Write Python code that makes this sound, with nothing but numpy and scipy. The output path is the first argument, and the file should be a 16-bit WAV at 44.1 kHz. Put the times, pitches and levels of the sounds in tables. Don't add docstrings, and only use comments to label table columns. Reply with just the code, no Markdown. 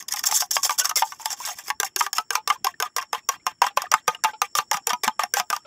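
import sys
import numpy as np
from scipy import signal
from scipy.fft import rfft, irfft, next_fast_len
from scipy.io import wavfile
from scipy.ndimage import uniform_filter1d, map_coordinates

SR = 44100
rng = np.random.default_rng(int(sys.argv[2]) if len(sys.argv) > 2 else 0)


def to_wav(s):
    ch = np.atleast_2d(s).T
    pcm = np.round(np.clip(ch, -1, 1) * 32767)
    wavfile.write(sys.argv[1], SR, pcm.astype(np.int16))


def convert_level_to_amplitude(level_db):
    exponent = np.asarray(level_db, float) / 20
    return 10 ** exponent


N = 249687

# (time [s], relative bowl level [dB], pitch the blow favours [Hz],
# relative spoon level [dB], ring length [share 0-1])
KNOCKS = [(0.025, -40, 1210, -33.5, 0.7), (0.086, -34, 1860, -25, 0.9), (0.123, -42, 1244, -19.5, 0.9),
          (0.137, -20.5, 794, -20.5, 0.9), (0.17, -27, 1940, -27, 0.8), (0.192, -30, 1930, -20, 0.9),
          (0.238, -19, 1820, -19.5, 1), (0.287, -25.5, 832, -24, 0.8), (0.311, -21, 1940, -30, 0.6),
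          (0.323, -14.5, 830, -22, 0.6), (0.406, -27.5, 1170, -15, 0.7), (0.421, -12.5, 793, -26.5, 0.7),
          (0.508, -29.5, 1610, -23.5, 0.7), (0.566, -7.5, 1110, -18, 0.7), (0.632, -23.5, 1170, -17.5, 0.7),
          (0.694, -7.5, 1152, -23.5, 0.6), (0.706, -15, 950, -22.5, 0.9), (0.785, -28.5, 1440, -19, 1),
          (0.846, -17.5, 1120, -27.5, 1), (0.854, -21, 1150, -18.5, 0.9), (0.895, -17.5, 1090, -18, 0.8),
          (0.911, -15, 1227, -35, 0.5), (0.957, -24.5, 1210, -17, 0.7), (1.021, -2, 895, -25, 0.73),
          (1.121, -25, 1130, -34.5, 0.8), (1.197, -30, 869, -44, 0.66), (1.257, -15, 907, -16, 0.7),
          (1.304, -27, 776, -24.5, 0.8), (1.401, -34.5, 1000, -35, 0.6), (1.451, -36, 1930, -26.5, 0.6),
          (1.474, -26, 930, -30.5, 0.7), (1.486, -21, 847, -30.5, 0.7), (1.587, -28.5, 1780, -33.5, 1),
          (1.681, -24.5, 1910, -29, 0.7), (1.702, -10, 1830, -22, 0.64), (1.8, -14.5, 1530, -13.5, 0.9),
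          (1.831, -9.5, 799, -18, 0.6), (1.961, -15.5, 1590, -15.5, 1), (2.008, -6, 1110, -19, 0.6),
          (2.064, -14.5, 1520, -27.5, 0.6), (2.13, -22.5, 1710, -19.5, 1), (2.182, -8, 1234, -16.5, 0.7),
          (2.305, -13, 1660, -19.5, 0.8), (2.353, -8, 1036, -17, 0.9), (2.475, -12.5, 1195, -18, 0.8),
          (2.501, -8, 1150, -22, 0.6), (2.645, -14.5, 818, -17, 0.9), (2.668, -8, 1107, -24, 0.57),
          (2.801, -15.5, 1520, -20, 0.8), (2.824, -8.5, 1153, -19.5, 0.8), (2.964, -17, 1150, -18, 0.8),
          (2.982, -16, 1000, -26.5, 0.9), (3.026, -26.5, 1120, -30.5, 0.3), (3.13, -12.5, 1270, -20, 0.5),
          (3.147, -15.5, 962, -35, 0.76), (3.289, -12, 1330, -15, 0.9), (3.466, -7.5, 1030, -17.5, 0.7),
          (3.618, -4, 1000, -16, 0.6), (3.64, -11, 974, -32, 0.7), (3.666, -15, 1110, -25.5, 0.7),
          (3.772, -3.5, 983, -19, 0.8), (3.819, -18, 1210, -24, 0.8), (3.916, -9.5, 1143, -13.5, 0.6),
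          (3.939, -2, 1210, -15, 0.6), (4.079, -4.5, 1272, -16.5, 0.8), (4.148, -30, 1740, -41, 0.67),
          (4.238, -13, 1676, -17.5, 0.7), (4.245, -6, 888, -21.5, 0.9), (4.417, -4.5, 1183, -15.5, 0.7),
          (4.552, -14.5, 1185, -17.5, 0.8), (4.586, -5, 1210, -21.5, 0.7), (4.713, -13, 869, -14.5, 0.7),
          (4.731, -20.5, 690, -24, 0.8), (4.742, -14, 1183, -25.5, 0.7), (4.77, -20, 716, -29, 0.8),
          (4.87, -15.5, 807, -12.5, 0.9), (4.893, -22.5, 1750, -22.5, 0.7), (4.903, -10.5, 1310, -23, 0.8),
          (4.932, -12, 1030, -22, 0.8), (5.035, -16.5, 1197, -19.5, 0.9), (5.078, -6.5, 900, -19.5, 0.6),
          (5.194, -9.5, 1175, -25, 0.5), (5.235, -12.5, 734, -21.5, 0.64), (5.338, -14, 1620, -13.5, 0.8),
          (5.369, -5.5, 837, -19.5, 0.6), (5.398, -12.5, 738, -20, 0.8), (5.501, -16, 1470, -18, 0.9),
          (5.528, -7.5, 1183, -24.5, 0.5), (5.564, -17, 1000, -24, 0.5)]
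# (frequency [Hz], relative level [dB], full-length t60 [s])
BOWL_MODES = [(595, -8, 0.027), (763, -2.5, 0.087), (859.6, -3.5, 0.12), (1000, -3, 0.09),
              (1110, -1.5, 0.04), (1210, -2.5, 0.099), (1574.5, -4, 0.059), (1760, -4, 0.036),
              (1940, -6, 0.03), (2132, -8, 0.052), (2245, -13, 0.0096), (2780, -7.5, 0.043),
              (3207, -8, 0.039), (3620, -12.5, 0.044)]
# (frequency [Hz], relative level [dB], free t60 [s])
SPOON_MODES = [(4895, -6.5, 0.021), (5070, -3, 0.051), (5470, 8.5, 0.046), (5807, 5.5, 0.11),
               (6440, -0.5, 0.0062), (6570, 3.5, 0.082), (7265, 7, 0.061), (7910, -3, 0.013),
               (7970, -8.5, 0.039), (7890, -36.5, 0.053), (9470, -36, 0.01), (10300, -15, 0.18),
               (12950, -6, 0.045), (15000, -25, .02), (15020, -9.5, 0.022)]
# (frequency [Hz], relative level [dB per Hz])
GRIT = [(2060, -48), (3500, -6), (4180, -28), (4430, -13), (5460, -8), (5900, -6), (7320, -10.5),
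        (9140, -11.5), (14900, -11), (16000, -26.5)]
# (frequency [Hz], relative level [dB per Hz])
SLOP = [(180, -76.5), (300, -34.5), (427, -8.5), (1200, -13), (1390, -2.5), (1570, -19.5), (1950, -33),
        (2320, -7), (4600, -20), (5980, -30), (10100, -120)]
GRAIN_DB = 3.2


def unit(x):
    return x / np.sqrt(np.mean(x ** 2) + 1e-20)


def along(points, hz):
    point_hz, value = np.transpose(points)
    return np.interp(np.log(hz + 1), np.log(point_hz + 1), value)


def wobble(rate_hz):
    knots = rng.standard_normal(int(N * rate_hz / SR) + 4)
    return map_coordinates(knots, [np.arange(N) * rate_hz / SR])


def filtered(x, response):
    m = next_fast_len(N + 8192)
    return irfft(rfft(x, m) * response(np.fft.rfftfreq(m, 1 / SR)), m)[..., :N]


def coloured(spectrum):
    return unit(filtered(rng.standard_normal(N), lambda hz: convert_level_to_amplitude(along(spectrum, hz))))


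def patchy(x, depth_db):
    z = signal.stft(x, nperseg=256)[2]
    field = uniform_filter1d(rng.standard_normal(z.shape), size=4, axis=0)
    field = uniform_filter1d(field, size=5, axis=1)
    return unit(signal.istft(z * convert_level_to_amplitude(depth_db * unit(field)), nperseg=256)[1][:N])


def resonant(x, modes, damping):
    def response(f):
        total = 0
        for k, (centre_hz, db, t60_s) in enumerate(modes):
            loss = 1j * f * damping * np.log(1000) / (np.pi * t60_s)
            total = total + (-1) ** k * convert_level_to_amplitude(db) * loss / (centre_hz ** 2 - f * f + loss)
        return total
    return filtered(x, response)


def ring(modes, weight_db, pull, stretch, attack_s, detune, bend, t):
    hz, db, t60_s = np.transpose(modes)[:, :, None]
    luck = rng.standard_normal((4, len(hz), 1))
    scatter_db = 2.5 * luck[0]
    fade = convert_level_to_amplitude(db + weight_db + scatter_db - 60 * t / (t60_s * stretch))
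    turns = hz * (pull + detune * luck[1]) * t * (1 + bend * (luck[3] - .6) * t)
    sound = (fade * np.sin(2 * np.pi * turns + 2 * luck[2])).sum(0) * (1 - np.exp(-t / attack_s))
    return sound / np.abs(sound).max()


def thuds(blows, t60_s, attack_s):
    out, t = np.zeros(N + SR), np.arange(SR // 6) / SR
    for s, db, hz in blows:
        shape = convert_level_to_amplitude(db + 6.5 - 60 * t / t60_s) * (1 - np.exp(-t / attack_s))
        out[round(s * SR):][:len(t)] += shape * np.sin(2 * np.pi * hz * t)
    return out[:N] * convert_level_to_amplitude(3 * wobble(90))


def outdoors():
    # (centre [Hz], half-width to 1/e [Hz], level before the trend [dB])
    insect_bands = [(5435, 130, -62), (7320, 520, -66), (10040, 900, -83.5)]
    # (frequency [Hz], relative level [dB per Hz])
    air_spectrum = [(18, -26.5), (30, -6.5), (379, -9.5), (439, -18), (1870, -21), (2250, -29),
                    (3290, -27.5), (3810, -45.5), (4500, -40), (5850, -60.5), (9900, -120)]
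    # (time [s], insect gain [dB], air gain [dB])
    trend = [(0, -5, 6.5), (1, 0, 4.5), (1.998, -3.5, 1.5), (3.999, 0, 1.5), (5.66, 3, 4)]
    s, insects_db, air_db = np.transpose(trend)
    time = np.arange(N) / SR
    song = 0
    for centre_hz, width_hz, db in insect_bands:
        band = filtered(rng.standard_normal(N), lambda f: np.exp(-((f - centre_hz) / width_hz) ** 2))
        song = song + convert_level_to_amplitude(db + 1.4 * wobble(2.8) + 1.5 * wobble(70)) * unit(band)
    air = convert_level_to_amplitude(-66.5 + 0.99 * wobble(5.5)) * patchy(coloured(air_spectrum), depth_db=3.5)
    return convert_level_to_amplitude(np.interp(time, s, insects_db)) * song + convert_level_to_amplitude(np.interp(time, s, air_db)) * air


def kitchen(x):
    t = np.arange(SR // 5) / SR
    tail = rng.standard_normal(len(t)) * convert_level_to_amplitude(-60 * t / 0.074)
    return signal.fftconvolve(np.pad(x, (200, 0)), tail / np.linalg.norm(tail))[:N]


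def foot_bumps():
    # (time [s], relative level [dB], frequency [Hz])
    bumps = [(2.182, -45.5, 228), (2.497, -47.5, 219), (3.125, -55, 233), (3.285, -50.5, 162),
             (3.465, -44.5, 215), (3.664, -48, 237), (3.942, -42.5, 172), (4.081, -32.5, 166),
             (4.245, -47.5, 211), (4.587, -44.5, 152), (4.744, -39.5, 173), (4.928, -38, 221),
             (5.073, -28.5, 227), (5.235, -46.5, 223), (5.393, -42, 190), (5.499, -48, 226)]
    return thuds(bumps, t60_s=0.057, attack_s=0.0025)


def floor_booms():
    # (time [s], mean frequency [Hz], level relative to the blow [dB])
    floor_mode = [(1.7, 445, -19), (1.9, 387, -13), (2.3, 456, -27.5), (2.7, 419, -17), (3.1, 484, -18.5),
                  (3.5, 519, -30), (3.9, 557, -19), (4.3, 478, -27), (4.7, 553, -19.5), (5.04, 444, -14.5),
                  (5.19, 493, -38.5), (5.34, 486, -15), (5.5, 448, -28.5)]
    beating_from_s, swing_s = 1.67, .07
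    s, bowl_db = np.transpose(KNOCKS)[:2]
    first = (np.diff(s, prepend=0) > swing_s) & (s > beating_from_s)
    when, mean_hz, under_db = np.transpose(floor_mode)
    hz = np.interp(s, when, mean_hz) * (1 + .04 * rng.standard_normal(len(s)))
    db = bowl_db + np.interp(s, when, under_db)
    return thuds(zip(s[first], db[first], hz[first]), t60_s=0.055, attack_s=0.0017)


def slaps():
    # (time [s], relative level [dB], starting frequency [Hz], life [s])
    slap_rows = [(.295, -25.5, 820, .047), (.8, -25.5, 1470, 0.11), (0.806, -24, 2800, .03),
                 (.964, -13.5, 2080, 0.044), (1.2, -33, 900, 0.091), (1.32, -32.5, 790, 0.055),
                 (1.401, -30.5, 1000, .05), (1.509, -30.5, 720, 0.046), (2.02, -40.5, 390, 0.1),
                 (2.198, -23.5, 855, 0.023), (2.375, -24, 866, 0.05), (2.511, -34.5, 1560, 0.074),
                 (2.519, -26.5, 858, .055), (2.557, -35.5, 1025, 0.029), (2.74, -40, 1760, 0.018),
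                 (2.858, -29.5, 1190, 0.044), (3.23, -60, 2570, .041), (3.397, -47, 2180, 0.028),
                 (3.705, -35, 793, 0.039), (3.839, -28.5, 730, 0.037), (3.865, -28, 1200, .018),
                 (4.147, -19.5, 2660, .013), (4.187, -49.5, 1220, 0.04), (4.287, -25, 1514, 0.032),
                 (4.332, -26, 850, 0.046), (4.336, -38, 2400, .02), (4.619, -33, 853, 0.026),
                 (5.11, -49, 3200, 0.038), (5.12, -48, 1150, 0.042), (5.257, -44, 1125, .03),
                 (5.41, -37.5, 850, 0.059), (5.599, -57, 1256, .039), (5.649, -36.5, 610, 0.089),
                 (5.648, -40.5, 1330, 0.068)]
    rise, onset = .022, 0.068
    out, splash, t = np.zeros(N + SR), np.zeros(N + SR), np.arange(SR // 6) / SR
    shake, flutter = wobble(110), wobble(110)
    for s, db, hz, life_s in slap_rows:
        at = slice(round(s * SR), round(s * SR) + len(t))
        shape = convert_level_to_amplitude(db - 41.0 * (t / life_s) ** 1.25) * (1 - np.exp(-t / (onset * life_s)))
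        out[at] += shape * np.sin(2 * np.pi * hz * (t + rise * t * t / life_s))
        splash[at] += shape * convert_level_to_amplitude(-13)
    wavering = map_coordinates(out, [np.arange(N) + 6 * shake], order=1)
    return wavering * convert_level_to_amplitude(4 * flutter) + splash[:N] * coloured(SLOP)


def drags():
    # (start [s], time to full pressure [s], time from there to lift-off [s], relative hiss level [dB])
    scrapes = [(0, 0.0022, 0.017, -34), (0.082, .002, 0.011, -27), (.108, 0.018, 0.011, -26),
               (0.159, .002, .012, -22), (.172, .01, .035, -32), (.231, 0.0074, .02, -35),
               (.255, 0.016, 0.0073, -12.5), (0.274, 0.0093, 0.026, -29), (.311, .002, .012, -19),
               (.325, 0.04, .027, -13.5), (.395, 0.013, 0.014, -17), (.413, .003, 0.05, -31),
               (0.51, 0.0022, 0.011, -14.5), (.523, 0.037, 0.0046, -19.5), (.569, 0.0037, 0.046, -34),
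               (0.621, .002, .008, -38.5), (.63, 0.021, 0.03, -15), (.684, .025, 0.054, -30),
               (0.779, 0.016, .025, -17), (0.835, 0.025, .006, -22), (.866, .003, .02, -33),
               (.89, .003, .025, -28), (0.959, 0.0032, 0.056, -15.5), (1.032, .03, 0.088, -38),
               (1.136, 0.027, 0.02, -49), (1.185, .03, 0.027, -38.5), (1.243, 0.013, .06, -35.5),
               (1.297, 0.021, 0.03, -28.5), (1.365, .075, .01, -36), (1.452, 0.0045, 0.088, -27.5),
               (1.553, 0.041, .038, -37.5), (1.637, 0.055, .02, -36.5), (1.798, 0.011, .015, -33.5),
               (1.844, 0.0027, 0.034, -27.5), (1.98, 0.02, .016, -21.5), (2.021, .003, 0.049, -28.5),
               (2.15, .022, 0.0069, -25), (2.182, 0.017, 0.028, -41), (2.322, .01, 0.01, -30),
               (2.338, 0.02, 0.028, -34.5), (2.483, .022, .005, -29), (2.505, .02, .035, -41),
               (2.642, 0.0036, .032, -35.5), (2.67, 0.0035, .045, -40), (2.81, 0.009, .005, -41.5),
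               (2.83, 0.027, 0.018, -40.5), (2.965, 0.0019, 0.036, -31.5), (3.012, 0.0024, 0.022, -38.5),
               (3.125, 0.0061, 0.064, -39.5), (3.285, 0.039, 0.037, -40.5), (3.458, .022, 0.039, -44.5),
               (3.617, 0.0023, .04, -32.5), (3.651, .018, 0.02, -35), (3.764, .007, .003, -37.5),
               (3.775, .003, 0.086, -44), (3.914, .003, 0.017, -27.5), (3.94, .003, 0.058, -44),
               (4.072, .008, 0.0022, -34.5), (4.08, .003, .075, -42.5), (4.238, 0.0026, 0.015, -26),
               (4.255, .015, .045, -41.5), (4.42, .003, 0.041, -37), (4.555, .03, .008, -19),
               (4.6, 0.0026, 0.028, -39.5), (4.713, .003, 0.022, -40.5), (4.734, .003, 0.041, -30.5),
               (4.866, 0.0036, 0.016, -36.5), (4.892, 0.0025, 0.03, -29.5), (5.033, .01, 0.013, -23.5),
               (5.055, .015, 0.024, -36.5), (5.192, .003, .04, -31.5), (5.229, 0.0027, .028, -44),
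               (5.338, 0.054, 0.0086, -28), (5.374, 0.0027, 0.024, -36), (5.395, 0.0036, 0.015, -32.5),
               (5.494, 0.035, 0.0058, -44), (5.531, .003, 0.035, -34)]
    # (time [s], bowl wall over hiss [dB])
    cushion = [(0, -4), (.3, -14.5), (.6, -15), (.9, -5.5), (1.0, -11.5), (1.4, -2.5), (1.9, -8),
               (2.3, -0.5), (2.7, 3), (3.0, 8.5), (3.5, 9.5), (3.9, 10.5), (4.3, 6), (4.57, 0.5),
               (4.9, 7.5), (5.3, 7), (5.66, 6)]
    touch_db, lift_db = -13.5, -15
    time = np.arange(N) / SR
    push = 0
    for s, rise_s, fall_s, db in scrapes:
        corners_s = np.cumsum([s, rise_s, fall_s])
        push = push + convert_level_to_amplitude(db + np.interp(time, corners_s, [touch_db, 0, lift_db], -200, -200))
    push = uniform_filter1d(push, 90)
    spoon_push, bowl_push = push, push * convert_level_to_amplitude(np.interp(time, *np.transpose(cushion)))

    chatter_db = 1.5 * wobble(120) + 1.9 * wobble(460)
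    slips = rng.standard_normal((2, N)) * convert_level_to_amplitude(7.4 * rng.standard_normal((2, N)))
    spoon_slips = unit(resonant(slips[0], SPOON_MODES, damping=.9))
    hiss = patchy(1.08 * spoon_slips + 0.73 * coloured(GRIT), depth_db=GRAIN_DB)
    linger = np.exp(-time[:SR // 20] / 0.0078)
    swell = signal.fftconvolve(bowl_push, linger / linger.sum())[:N]
    bowl_slips = unit(resonant(slips[1], BOWL_MODES, damping=1.0))
    hollow = patchy(1.8 * bowl_slips + 0.77 * coloured(SLOP), depth_db=6.0)

    catches = (rng.random(N) < 520 / SR) * rng.uniform(-1.11, 1, N) ** 3
    rattle = 0
    for pressure, modes in ((spoon_push, SPOON_MODES), (bowl_push, BOWL_MODES)):
        reference = resonant(catches, modes, damping=5.1).std()
        rattle = rattle + convert_level_to_amplitude(-6) * resonant(pressure * catches, modes, damping=0.87) / reference
    scrape = spoon_push * unit(convert_level_to_amplitude(chatter_db) * hiss)
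    return rattle + scrape + swell * unit(convert_level_to_amplitude(0.25 * chatter_db + 1.8 * wobble(43)) * hollow)


def knocks():
    soften_db = 0.13
    pinch = .22
    out, t = np.zeros(N + SR), np.arange(SR // 8) / SR
    grit_burst, slop_burst = np.zeros((2, N + SR))
    bowl_hz = np.array(BOWL_MODES)[:, :1]
    slosh = np.pad(convert_level_to_amplitude(2.08 * wobble(120)), (0, SR))
    for s, bowl_db, hz, spoon_db, length in KNOCKS:
        at = slice(round(s * SR), round(s * SR) + len(t))
        bare_db = spoon_db - bowl_db + 8.5
        near = np.exp(-(np.log(bowl_hz / hz) / 0.13) ** 2)
        pull = (hz / bowl_hz) ** (0.43 * near)
        tilt_db = 0.19 * bare_db * np.log2(bowl_hz / 1100)
        attack_s = 0.00076 * convert_level_to_amplitude(-soften_db * bare_db)
        bowl = ring(BOWL_MODES, 11 * near + tilt_db, pull, length, attack_s, detune=0.035, bend=.3, t=t)
        spoon = ring(SPOON_MODES, 0, 0.94, pinch * length, 0.00096, detune=0.048, bend=0, t=t)
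        out[at] += convert_level_to_amplitude(bowl_db + 2) * slosh[at] * bowl
        out[at] += convert_level_to_amplitude(spoon_db + 5.5) * spoon
        grit_fade = convert_level_to_amplitude(spoon_db + 4.0 - 60 * t / (0.016 * length))
        slop_fade = convert_level_to_amplitude(bowl_db + 0.16 * bare_db - 10 - 60 * t / (0.048 * length))
        grit_burst[at] += grit_fade * (1 - np.exp(-t / 0.00078))
        slop_burst[at] += slop_fade * (1 - np.exp(-t / 0.00087))
    grit = grit_burst[:N] * patchy(coloured(GRIT), depth_db=GRAIN_DB)
    slop = slop_burst[:N] * patchy(coloured(SLOP), depth_db=2.5)
    return out[:N] + grit + slop


def thin_wall(x):
    return filtered(x, lambda hz: (1j * hz / 480 / (1 + 1j * hz / 480)) ** 4)


def scene():
    bowl = thin_wall(knocks() + drags()) + slaps() + floor_booms() + foot_bumps()
    return (bowl + convert_level_to_amplitude(-17.0) * kitchen(bowl) + outdoors())[None]


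def phone_band(hz):
    treble = np.where(hz < 15700, 1, convert_level_to_amplitude(-18.5)) * (hz < 16800)
    return treble / (1 + (60 / (hz + 1)) ** 3)


def roll_off(x):
    return signal.sosfilt(signal.butter(12, 16800, fs=SR, output="sos"), x)


def record(dry):
    rounded = dry / (1 + np.abs(dry / .9) ** 4) ** (1 / 4)
    mix = filtered(rounded, phone_band)
    return roll_off(mix)


dry = scene()
out = record(dry)
to_wav(out)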